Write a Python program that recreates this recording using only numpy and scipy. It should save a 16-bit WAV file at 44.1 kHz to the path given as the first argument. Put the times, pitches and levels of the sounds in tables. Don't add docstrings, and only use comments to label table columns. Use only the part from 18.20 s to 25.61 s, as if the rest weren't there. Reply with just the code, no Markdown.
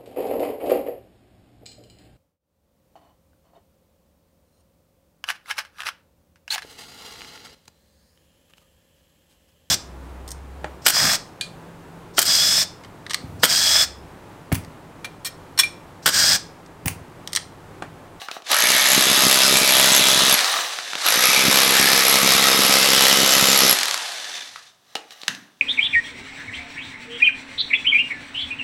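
import sys
import numpy as np
from scipy import signal
from scipy.fft import rfft, irfft
from scipy.io import wavfile

SR = 44100
rng = np.random.default_rng(int(sys.argv[2]) if len(sys.argv) > 2 else 0)


def dump(signal):
    limited = np.clip(np.atleast_2d(signal).T, -1, 1)
    pcm = np.round(limited * 32767).astype(np.int16)
    wavfile.write(sys.argv[1], SR, pcm)


N = 326781

FULL_SPEED = 66
ROTOR_TURNS = 7
# (pulled [s], let go [s], loaded rate [strokes/s], spin-up time constant [s],
# softness of the start [1 = none], creep [strokes/s per s], time of one blow [s])
PULLS = [(.23, 2.128, 65.4, .114, 1.55, .517, .4376), (2.7607, 5.485, 66.749, .0913, 1, .111, 2.9400)]
# (frequency [Hz], relative level [dB], t60 [s])
STEEL = [(10560, 3, 0.012), (10720, 5.5, 0.014), (11320, 9, 0.011), (11330, 6.5, 0.023), (11960, 0, .008)]
# (middle [s], length [s], level [dB])
RIDES = [(.88, 0.27, -47), (1.58, 0.31, -28.5), (1.96, 0.45, -24), (4.85, .35, -28.5), (5.47, 0.11, -28)]


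def from_db(db):
    return 10 ** (np.asarray(db) / 20)


def rms_one(x):
    return x / np.sqrt(np.mean(x ** 2) + 1e-20)


def at_hz(points, hz):
    f, value = np.transpose(points)
    return np.interp(np.log(np.maximum(hz, 1)), np.log(f), value)


def response(spectrum, resonances=(), size=4096):
    hz = np.arange(size // 2 + 1) * SR / size
    lifts = sum(lift / (1 + (2 * (hz - f) / width) ** 2) for f, width, lift in resonances)
    db = at_hz(spectrum, hz) + lifts
    cepstrum = irfft(np.log(from_db(db)))[:size // 2]
    cepstrum[1:] *= 2
    h = irfft(np.exp(rfft(cepstrum, size)))
    return h / np.linalg.norm(h)


def through(x, h):
    return signal.oaconvolve(x, h)[:len(x)]


def filtered(x, order, edges_hz, kind):
    return signal.sosfilt(signal.butter(order, edges_hz, kind, fs=SR, output="sos"), x)


def fade(t60, rise_s=0.00053):
    t = np.arange(1, int(t60 * SR) + 3) / SR
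    env = from_db(-60 * t / t60) * (1 - np.exp(-(t / rise_s) ** 2))
    return env / np.linalg.norm(env)


def clicks(times, sizes):
    return np.bincount(np.clip(np.round(times * SR).astype(int), 0, N - 1), sizes, N)


def crunch(hits, t60):
    power = np.abs(through(hits ** 2, fade(t60) ** 2))
    return np.sqrt(power) * rng.standard_normal(N)


def scatter(t60, rise_s=.0007, size=1024, count=6):
    decay = from_db(-60 * np.arange(size) / (t60 * SR))
    env = decay * np.minimum(np.arange(1, size + 1) / (rise_s * SR), 1)
    h = env * rng.standard_normal(size)
    for _ in range(count):
        spectrum = rfft(h)
        h = irfft(spectrum / np.abs(spectrum)) * np.minimum(1, 20 * env)
    return h / np.linalg.norm(h)


def uneven(times, spread_db):
    return rms_one(from_db(spread_db * np.clip(rng.standard_normal(len(times)), -2, 2)))


def ring(times, sizes, modes, spread_db):
    out = 0
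    total = np.linalg.norm([from_db(db) for _, db, _ in modes])
    for hz, db, t60 in modes:
        env = fade(t60)
        tone = np.sqrt(2) * env * np.sin(2 * np.pi * hz * np.arange(len(env)) / SR)
        hits = clicks(times, sizes * uneven(times, spread_db))
        out = out + from_db(db) / total * through(hits, tone)
    return out


def wander(per_s):
    knots = rng.standard_normal(int(per_s * N / SR) + 2)
    return rms_one(np.interp(np.arange(N) * per_s / SR, np.arange(len(knots)), knots))


def swells(rows):
    t = np.arange(N) / SR
    return np.sqrt(sum(from_db(2 * db) * np.exp(-np.minimum(2 * (2 * (t - s) / length) ** 2, 60))
                       for s, length, db in rows))


def still_air():
    # (frequency [Hz], relative level per Hz [dB])
    air_colour = [(18, -66.5), (30, -22), (109, -0.5), (569, -4), (649, -2), (1350, -4), (2290, -17.5),
                  (3400, -8), (16000, -20)]
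    return from_db(-63) * through(rng.standard_normal(N), response(air_colour))


def knocks(size=4096):
    # (time [s], peak [dB], main ring [Hz], strength of the ring [1], bass [dB], treble [dB])
    contacts = [(.017, -22.5, 730, .8, -6, 5), (0.085, -17.5, 1390, 0.8, -12, -3),
                (0.1132, -17, 690, 0.84, -2, 15), (0.1656, -24, 706, 0.82, -7, -17),
                (.2206, -31, 835, .5, 6, 13), (.2715, -29, 3960, .6, -15, -4),
                (0.3301, -4.5, 1260, .8, -13, 13), (2.3382, -11, 1280, .7, -16, 5),
                (2.3663, -11.5, 1200, .8, -19, -5), (2.387, -13, 1820, .5, -12, 1),
                (2.5869, -14.5, 1410, 0.44, -16, 4), (2.7324, -12.5, 1440, .8, -7, 4),
                (2.753, -12, 3660, 0.4, -5, 5), (6.183, -30, 1700, .9, -13, 3),
                (6.359, -22, 1230, 0.6, -27, -1.5), (6.753, -13, 780, 1.1, 0, 14),
                (6.7655, -19.5, 486, .9, -5, 8), (6.9067, -27, 2830, .2, -3, 15),
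                (7.0158, -25, 4100, 0.28, -5, 33), (7.033, -22, 4330, .7, 0, 6),
                (7.08, -4, 1680, 0.95, -9, 17), (7.0925, -26, 2300, .4, 0, 9),
                (7.1489, -22, 1600, .6, 4, 19)]
    # (frequency [Hz], relative level per Hz [dB])
    contact_colour = [(50, -37.5), (170, 2.5), (324, 5.5), (1240, 2.5), (3780, -3.5), (9870, -21),
                      (16000, -34)]
    # (multiple of the main ring [1], width as a share of the pitch [1], lift at ring strength 1 [dB])
    piece_modes = [(.58, .2, 4), (1, .32, 14), (1.42, 0.15, -4.5), (1.66, 0.1, 7), (2.3, .1, 1),
                   (2.7, .15, -0.5), (3.7, 0.06, 9.5)]
    out = np.zeros(N + size)
    for s, peak_db, ring_hz, ringing, bass_db, treble_db in contacts:
        tilt = [(323, bass_db), (1240, 0), (3780, treble_db)]
        colour = [(hz, db + at_hz(tilt, hz)) for hz, db in contact_colour]
        resonances = [(k * ring_hz, width * k * ring_hz, ringing * lift) for k, width, lift in piece_modes]
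        knock = np.convolve(scatter(t60=0.0171), response(colour, resonances))[:size]
        start = max(0, round(s * SR))
        out[start:start + size] += from_db(peak_db) * knock / np.abs(knock).max()
    return out[:N]


def chisel_taps():
    # (time [s], level [dB])
    touches = [(.017, -11), (.1656, -26), (6.7533, -10), (6.9057, -26)]
    # (frequency [Hz], relative level [dB], t60 [s])
    bending = [(772, -1, 0.18), (1130, -12, 0.2), (2880, -3, .2), (4130, -10.5, .2)]
    s, db = np.transpose(touches)
    return ring(s, from_db(db), bending, spread_db=1.0)


def rubble():
    # (middle [s], length [s], level [dB])
    shoves = [(.025, 0.088, -39.5), (.145, 0.078, -40.5), (.325, 0.052, -19), (2.3, 0.34, -24),
              (2.868, 0.056, -20.5), (6.15, 0.058, -46), (6.73, 0.13, -54.5), (6.925, 0.031, -43.5),
              (7.06, 0.34, -48.5)]
    # (frequency [Hz], relative level per Hz [dB])
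    rubble_colour = [(59, -64), (100, -40.5), (425, -13.5), (633, -10), (764, -7.5), (923, -22.5),
                     (1190, -5.5), (1400, -25), (2860, -4.5), (15000, -21.5)]
    # (centre [Hz], width [Hz], lift [dB])
    piece = [(830, 170, 9.5), (1700, 870, 17.5), (2390, 290, -6), (2730, 80, -6.5), (3960, 490, 8),
             (5900, 720, 7)]
    present = rng.random(N) < 4000 / SR
    strength = from_db(0.87 * np.minimum(rng.exponential(1, N), 4))
    grains = present * rng.choice([-1, 1], N) * strength
    return swells(shoves) * rms_one(through(grains, response(rubble_colour, piece)))


def stroke_rate():
    fan_drag = .054
    friction = 25
    knee = np.sqrt(friction / fan_drag)
    t, speed = np.arange(N) / SR, 1e-3
    for pulled, let_go, loaded, spin_up_s, softness, creep, _ in PULLS:
        held = np.clip(t, pulled, let_go) - pulled
        driven = (loaded + creep * held) * (1 - np.exp(-(held / spin_up_s) ** softness))
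        slowing = knee * fan_drag * np.maximum(t - let_go, 0)
        coasting = knee * np.tan(np.maximum(np.arctan(driven / knee) - slowing, 0))
        speed = np.maximum(speed, coasting)
    return speed


def strokes(speed, beat_s, start, end):
    t, turns = np.arange(N) / SR, np.cumsum(speed) / SR
    turns = turns - np.interp(beat_s, t, turns)
    at = np.interp(np.arange(np.ceil(turns[0]), turns[-1]), turns, t)
    return turns, at[(at > start) & (at < end)]


def locked_tones(orders, turns, wobble):
    return rms_one(sum(from_db(db) * np.sin(2 * np.pi * order * turns + wobble * wander(per_s=170))
                       for order, db in orders))


def gears(turns, wobble):
    # (multiple of the stroke rate [1], relative level [dB])
    gear_whine = [(8, -12.5), (12, -17), (19, 1.5), (27, 0.5), (31, 1.5), (32, -12), (34, -2), (35, 2.5),
                  (44, -5), (64, -17.5)]
    return locked_tones(gear_whine, turns, wobble)


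def motor(speed):
    # (frequency [Hz], relative level per Hz [dB])
    fan_colour = [(59, -81.5), (100, -37), (215, -24), (277, -24), (705, -2), (950, -3), (1130, -1.5),
                  (2690, -1.5), (3940, 2.5), (10000, -10.5), (11600, -13), (16000, -40)]
    # (frequency [Hz], relative level per Hz [dB])
    brush_colour = [(59, -55), (100, -45), (365, -23), (406, -19), (452, -18), (492, -15.5), (570, -14.5),
                    (721, -13), (1360, -20), (1650, -5), (3190, -6), (3470, -2), (4870, -6), (6150, -9.5),
                    (16000, -35.5)]
    # (rate [strokes/s], level before modulation [dB])
    brush_level = [(0, -66), (2, -54), (6, -48.5), (11, -35), (20, -38.5), (66, -33)]
    # (centre [Hz], width [Hz], lift [dB])
    housing = [(730, 110, 7.5), (1710, 214, 7), (3560, 190, 6.5), (6100, 600, 6.5)]
    turns, share = np.cumsum(speed) / SR, np.maximum(speed / FULL_SPEED, 1e-6)
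    rush = rng.standard_normal(N) * from_db(1.68 * wander(per_s=140))
    fan = from_db(-21) * share ** 1.235 * through(rush, response(fan_colour))
    rotor_beat = (1 + 0.41 * np.sin(2 * np.pi * turns * ROTOR_TURNS)) * from_db(2.4 * wander(per_s=190))
    crank = 0.92 + 0.2 * np.exp(-7 * (turns % 1))
    rub = from_db(np.interp(speed, *np.transpose(brush_level))) * rotor_beat * crank * rng.standard_normal(N)
    whine = from_db(-36.5) * share ** 1.6 * gears(turns, wobble=1.15)
    return fan + through(rub, response(brush_colour, housing)) + whine


def glide(speed, level_db=-30):
    # (multiple of the stroke rate [1], relative level [dB])
    coast_tones = [(19, -9), (27, -6), (35, 3), (54, -12.5), (70, -12.5)]
    turns, share = np.cumsum(speed) / SR, np.minimum(speed / FULL_SPEED, 1)
    tones = filtered(locked_tones(coast_tones, turns, wobble=.45), 5, 620, "high")
    return from_db(level_db) * share ** 1.6 * (1 - share ** 12) * tones


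def chatter(speed):
    # (frequency [Hz], relative level [dB], t60 [s])
    gearbox = [(733, -3.5, .03), (1580, 0.5, 0.019), (1764, -1, .016), (2950, -3, .01), (3490, -1, 0.017),
               (4060, -4, 0.011), (6040, -5.5, .01)]
    t, turns = np.arange(N) / SR, np.cumsum(speed) / SR * ROTOR_TURNS
    whole = np.arange(1, int(turns[-1]))
    at = np.interp(whole + rng.uniform(-.2, .2, len(whole)), turns, t)
    strength = np.minimum(np.interp(at, t, speed) / 14, 1) ** 1.3
    return ring(at, from_db(-19) * strength * uneven(at, spread_db=3), gearbox, spread_db=4)


def shifting(x, count=20):
    out = x
    for hz in np.geomspace(1120, 8700, count):
        gain = rms_one(from_db(1.2 * wander(per_s=4) + 2.7 * wander(per_s=40)))
        out = out + (gain - 1) * signal.lfilter(*signal.iirpeak(hz, 14, fs=SR), x)
    return out


def per_stroke(gain, at, period):
    return np.interp(at, np.arange(N) / SR, gain) * np.sqrt(period * SR)


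def impacts(at, back, period, press, colour, strike_db, crush_db):
    start, _, blow_db, rebound_db, _, _ = press
    since = np.maximum(np.arange(N) / SR - start, 0)
    gain = from_db(blow_db - 6.5 * np.exp(-since / 0.23) + wander(per_s=17))
    blow = per_stroke(gain, at, period)
    hits = clicks(at, blow * uneven(at, spread_db=2.0))
    bounces = clicks(back, blow * uneven(at, spread_db=1.0))
    crumbs = clicks(at + rng.uniform(0.00028, 0.0027, len(at)), blow * uneven(at, spread_db=0.5))
    steel_blow = from_db(strike_db) * through(hits, scatter(t60=0.018))
    strike = steel_blow + from_db(crush_db) * crunch(crumbs, t60=0.02)
    clack = through(bounces, scatter(t60=0.011)) + crunch(bounces, t60=0.022)
    clack = filtered(clack, 1, [1700, 8000], "band")
    return shifting(through(strike + from_db(rebound_db) * clack, colour))


def slab_thuds(at, period, press, thud_db):
    # (middle [s], level before the burst's thud gain [dB])
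    grip_times = [(.44, -34), (.5, -29.5), (.55, -34), (0.776, -23), (.865, -27.5), (.91, -25), (.98, -28),
                  (1.062, -24), (1.12, -26), (1.17, -31), (1.24, -26.5), (1.32, -22.5), (1.365, -26),
                  (1.42, -26), (1.495, -29), (1.55, -30), (1.6, -29.5), (1.675, -26), (1.715, -26.5),
                  (1.8, -27), (1.92, -26), (1.97, -27), (2.03, -27), (2.08, -28), (2.13, -29), (2.965, -27),
                  (3.09, -33.5), (3.17, -31.5), (3.255, -19.5), (3.285, -21.5), (3.34, -33), (3.395, -32),
                  (3.51, -24), (3.6, -23), (3.645, -25.5), (3.735, -23), (3.78, -31), (3.88, -26),
                  (3.96, -29), (4.035, -22), (4.1, -26), (4.15, -24.5), (4.22, -28), (4.275, -25),
                  (4.35, -25.5), (4.395, -24), (4.45, -28), (4.5, -25), (4.565, -25), (4.62, -28),
                  (4.69, -21.5), (4.78, -29), (4.84, -27.5), (4.92, -26), (4.98, -23), (5.025, -22.5),
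                  (5.167, -22.5), (5.23, -19), (5.29, -22.5), (5.335, -25.5), (5.43, -23), (5.485, -36)]
    # (frequency [Hz], relative level per Hz [dB])
    thud_colour = [(30, -20.5), (65, -17.5), (95, -3.5), (150, 0.5), (200, 5.5), (300, 2), (450, 1),
                   (800, -24), (2000, -73)]
    # (frequency [Hz], relative level per Hz [dB])
    shudder_colour = [(20, -5), (45, 0), (80, 0), (160, -18), (500, -67.5)]
    start, bite_s = press[0], press[-1]
    since = np.maximum(np.arange(N) / SR - start, 0)
    ordinary = from_db(-35 + 2.8 * wander(per_s=33)) * (1 - np.exp(-since / bite_s))
    hard = swells([(s, 0.029, db) for s, db in grip_times])
    thud = per_stroke(np.hypot(ordinary, from_db(thud_db) * hard), at, period)
    grips = clicks(at + rng.normal(0, 0.00066, len(at)), thud * uneven(at, spread_db=1.5))
    shudders = clicks(at, thud * uneven(at, spread_db=5.5))
    out = through(grips + .5 * crunch(grips, t60=0.01), response(thud_colour))
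    return out + from_db(-22) * through(shudders, response(shudder_colour))


def steel_pings(at, period, ping_db):
    # (middle [s], length [s], level before the burst's ping gain [dB])
    slips = [(1.53, 0.16, -21.5), (1.768, .025, -14), (2.132, 0.021, -11), (2.87, 0.054, -22.5),
             (3.06, .04, -17), (3.5, 0.16, -20), (3.89, 0.06, -16), (4.82, 0.036, -19), (5.385, 0.046, -13),
             (5.5, .055, -11)]
    riding = swells(RIDES)
    damped = from_db(-27 - 22 * riding / riding.max() + 2 * wander(per_s=18))
    ping = per_stroke(from_db(ping_db) * np.hypot(damped, swells(slips)), at, period)
    return ring(at + rng.uniform(0, .001, len(at)), ping, STEEL, spread_db=2.5)


def tile_rattle(at, back, period):
    # (frequency [Hz], relative level [dB], t60 [s])
    tile_modes = [(3390, -1.5, 0.048), (3457, 4.5, 0.015), (3830, 5.5, 0.025), (3970, -1.5, 0.041),
                  (4780, -15, .03)]
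    gain = np.hypot(from_db(-39.5 + 3.6 * wander(per_s=11.0)), swells(RIDES))
    rattle = per_stroke(gain, at, period)
    hops = np.concatenate([at, back]) + rng.uniform(0, 0.001973, 2 * len(at))
    return ring(hops, np.tile(rattle, 2), tile_modes, spread_db=2.5)


def gear_strain(turns, press):
    start, end, strain_db = press[0], press[1], press[4]
    t = np.arange(N) / SR
    level_db = strain_db - 2.5 * np.maximum(t - start, 0) + 0.74 * wander(per_s=12)
    strain = from_db(level_db) * ((t > start) & (t < end))
    return strain * (1 + 0.75 * np.cos(2 * np.pi * (turns + 0.032))) * gears(turns, wobble=0.55)


def burst(speed, press, beat_s, colour, strike_db, crush_db, thud_db, ping_db):
    turns, at = strokes(speed, beat_s, press[0], press[1])
    period = 1 / np.interp(at, np.arange(N) / SR, speed)
    at = at + rng.normal(0, .00008, len(at))
    back = at + period * rng.normal(.57, 0.014, len(at))
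    out = impacts(at, back, period, press, colour, strike_db, crush_db)
    out += slab_thuds(at, period, press, thud_db)
    out += steel_pings(at, period, ping_db)
    out += tile_rattle(at, back, period)
    return out + gear_strain(turns, press)


def chips(press, per_s, level_db):
    # (multiple of the chip's pitch [1], relative level [dB])
    chip_modes = [(1, -1), (1.23, 1), (1.41, -3)]
    low_hz, high_hz = 2190, 11050
    start, end, out = press[0], press[1], np.zeros(N)
    t = np.arange(SR // 20) / SR
    env = from_db(-60 * t / 0.012) * np.minimum(t / 0.00025, 1)
    for when, smallness, chance in rng.random((round(per_s * (end - start)), 3)):
        hz = low_hz * (high_hz / low_hz) ** smallness
        clink = env * sum(from_db(db) * np.sin(2 * np.pi * k * hz * t) for k, db in chip_modes)
        i = round((start + when * (end - start)) * SR)
        out[i:i + len(t)] += from_db(level_db - 3.5 * smallness - 23 * chance) * clink
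    return out


def skids(blows):
    # (middle [s], length between 1/e points [s], pitch [Hz], width [Hz], level [dB])
    songs = [(0.343, 0.049, 1230, 160, -23.5), (0.53, 0.8, 1770, 200, -30), (0.56, 0.54, 2240, 180, -28.5),
             (.7, .5, 6270, 130, -34.5), (0.94, 0.18, 3450, 109, -29.5), (1, 0.27, 6540, 150, -33),
             (1.46, 0.26, 2370, 259, -27), (1.8, 0.59, 3430, 130, -27.5), (2.878, .042, 2500, 301, -21),
             (2.87, 0.046, 1300, 151, -29.5), (3, 0.61, 6020, 300, -30.5), (3.036, 0.23, 1280, 110, -30.5),
             (3.164, 0.38, 2390, 340, -25.5), (3.647, 0.52, 1775, 180, -28.5),
             (3.882, 0.77, 2200, 420, -28.5), (4.25, 0.45, 3780, 140, -29.5), (4.25, 0.36, 1256, 90, -33.5),
             (4.978, 0.81, 3010, 261, -28), (5.15, 0.19, 1265, 80, -36), (5.303, 0.4, 7120, 422, -30),
             (5.35, 0.33, 5700, 201, -31.5)]
    t, out = np.arange(N) / SR, 0
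    drive = crunch(clicks(blows, uneven(blows, spread_db=2.5)), t60=0.055)
    for s, length, hz, width_hz, db in songs:
        tone = filtered(drive, 2, [hz - width_hz / 2, hz + width_hz / 2], "band")
        swell = np.exp(-np.minimum((2 * (t - s) / length) ** 2, 50))
        out = out + from_db(db) * rms_one(tone) * swell
    return out


def shards(t60=0.033):
    # (time [s], peak [dB], pitch [Hz])
    splinters = [(0.4718, -14, 6072), (1.371, -13.5, 7800), (1.724, -8, 7830), (2.318, -22, 9300),
                 (2.408, -23, 7550), (3.5941, -13.5, 8314), (4.763, -15, 8060), (5.0596, -14, 6170),
                 (5.108, -11.5, 7400), (5.288, -15, 7300), (5.39, -16, 6203)]
    height = np.sqrt(2) * fade(t60).max()
    return sum(ring(np.array([s]), from_db([db]) / height, [(hz, 0, t60)], spread_db=0)
               for s, db, hz in splinters)


def idle_blows():
    # (time [s], clack level [dB])
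    run_on = [(2.19, 7), (2.207, 3.5), (2.244, 5), (5.5665, -18), (5.587, 7), (5.6101, 2), (5.6314, 7.5),
              (5.655, 4), (5.6823, 4), (5.7102, 6), (5.7424, 4.5), (5.776, 1)]
    at, db = np.transpose(run_on)
    colour = response([(300, -15), (1000, 4.0), (4500, 6.5), (9000, -2), (16000, -18)])
    clack = through(crunch(clicks(at, from_db(db)), t60=0.012), colour)
    return clack + ring(at, from_db(db - 18), STEEL, spread_db=3)


def hum():
    # (frequency [Hz], relative level per Hz [dB])
    hum_colour = [(50, -38), (120, -5), (230, 2), (290, -3), (400, -21), (900, -43)]
    knock = clicks(np.array([7.081]), from_db([-8.5]))
    return through(crunch(knock, t60=0.62), response(hum_colour))


def room(x, count=9):
    # (frequency [Hz], t60 [s])
    room_t60 = [(100, 0.59), (400, 0.74), (1800, 0.52), (4000, 0.22), (8000, 0.36), (12000, 0.32)]
    t, edges, tail = np.arange(SR) / SR, np.geomspace(60, 17000, count + 1), 0
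    for low, high in zip(edges, edges[1:]):
        band = filtered(rng.standard_normal(SR), 2, [low, high], "band")
        tail = tail + band * from_db(-60 * t / at_hz(room_t60, np.sqrt(low * high)))
    tail = tail * np.minimum(t / 0.0085, 1) * (1 + 0.62 * np.exp(-t / 0.031))
    return through(x, tail / np.linalg.norm(tail))


def scene():
    # (from [s], to [s], blow [dB], rebound against blow [dB],
    # gear strain at the start [dB], time constant until it bites the slab [s])
    presses = [(0.309, 2.155, -16.5, -8, -33, 0.5), (2.85, 5.535, -17, -10, -28.5, 0.18)]
    # (frequency [Hz], relative level per Hz [dB])
    blow_a = [(180, -34), (300, -27.5), (555, -2.5), (614, -1.5), (689, -2.5), (1460, -2.5), (1750, 1.5),
              (2000, -3.5), (3830, 3), (9550, -6), (11100, -1.5), (16000, -20.5)]
    blow_b = [(180, -39.5), (300, -22.5), (494, 0.5), (528, 1), (930, -3), (1230, 0), (1580, -3.5),
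              (1750, -5), (3760, 0), (9710, -9), (11300, -1), (16000, -22)]
    # (centre [Hz], width [Hz], lift [dB])
    body_a = [(622, 54, 8.5), (1220, 160, 3.5), (1690, 130, -3.5), (2150, 99, -8), (4290, 300, -2.5),
              (6350, 110, 8), (10900, 420, 3)]
    body_b = [(532, 45, 4.5), (1860, 80, 1.3), (2030, 140, 4.8), (2540, 160, 3.5), (2850, 61, 1.1),
              (5330, 950, 5.3), (6300, 280, 2.7)]
    speed = stroke_rate()
    tool = motor(speed) + glide(speed) + chatter(speed) + idle_blows() + chisel_taps()
    first = burst(speed, presses[0], PULLS[0][-1], response(blow_a, body_a),
                  strike_db=-3.5, crush_db=-7.5, thud_db=-1.0, ping_db=-2.5)
    second = burst(speed, presses[1], PULLS[1][-1], response(blow_b, body_b),
                   strike_db=-3.0, crush_db=-6.5, thud_db=-3.0, ping_db=-4.5)
    blows = np.concatenate([strokes(speed, pull[-1], press[0], press[1])[1]
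                            for pull, press in zip(PULLS, presses)])
    chipping = chips(presses[0], per_s=120, level_db=-14) + chips(presses[1], per_s=130, level_db=-12.5)
    debris = chipping + shards() + skids(blows)
    dry = first + second + debris + tool + knocks() + hum() + rubble()
    to_walls = filtered(dry, 2, 260, "high")
    return (dry + from_db(-9.5) * room(to_walls) + still_air())[None]


def record(dry):
    rounded = dry / (1 + (dry / .76) ** 6) ** (1 / 6)
    return signal.sosfilt(signal.ellip(10, .2, 80, 16200, fs=SR, output="sos"), rounded)


dry = scene()
out = record(dry)
dump(out)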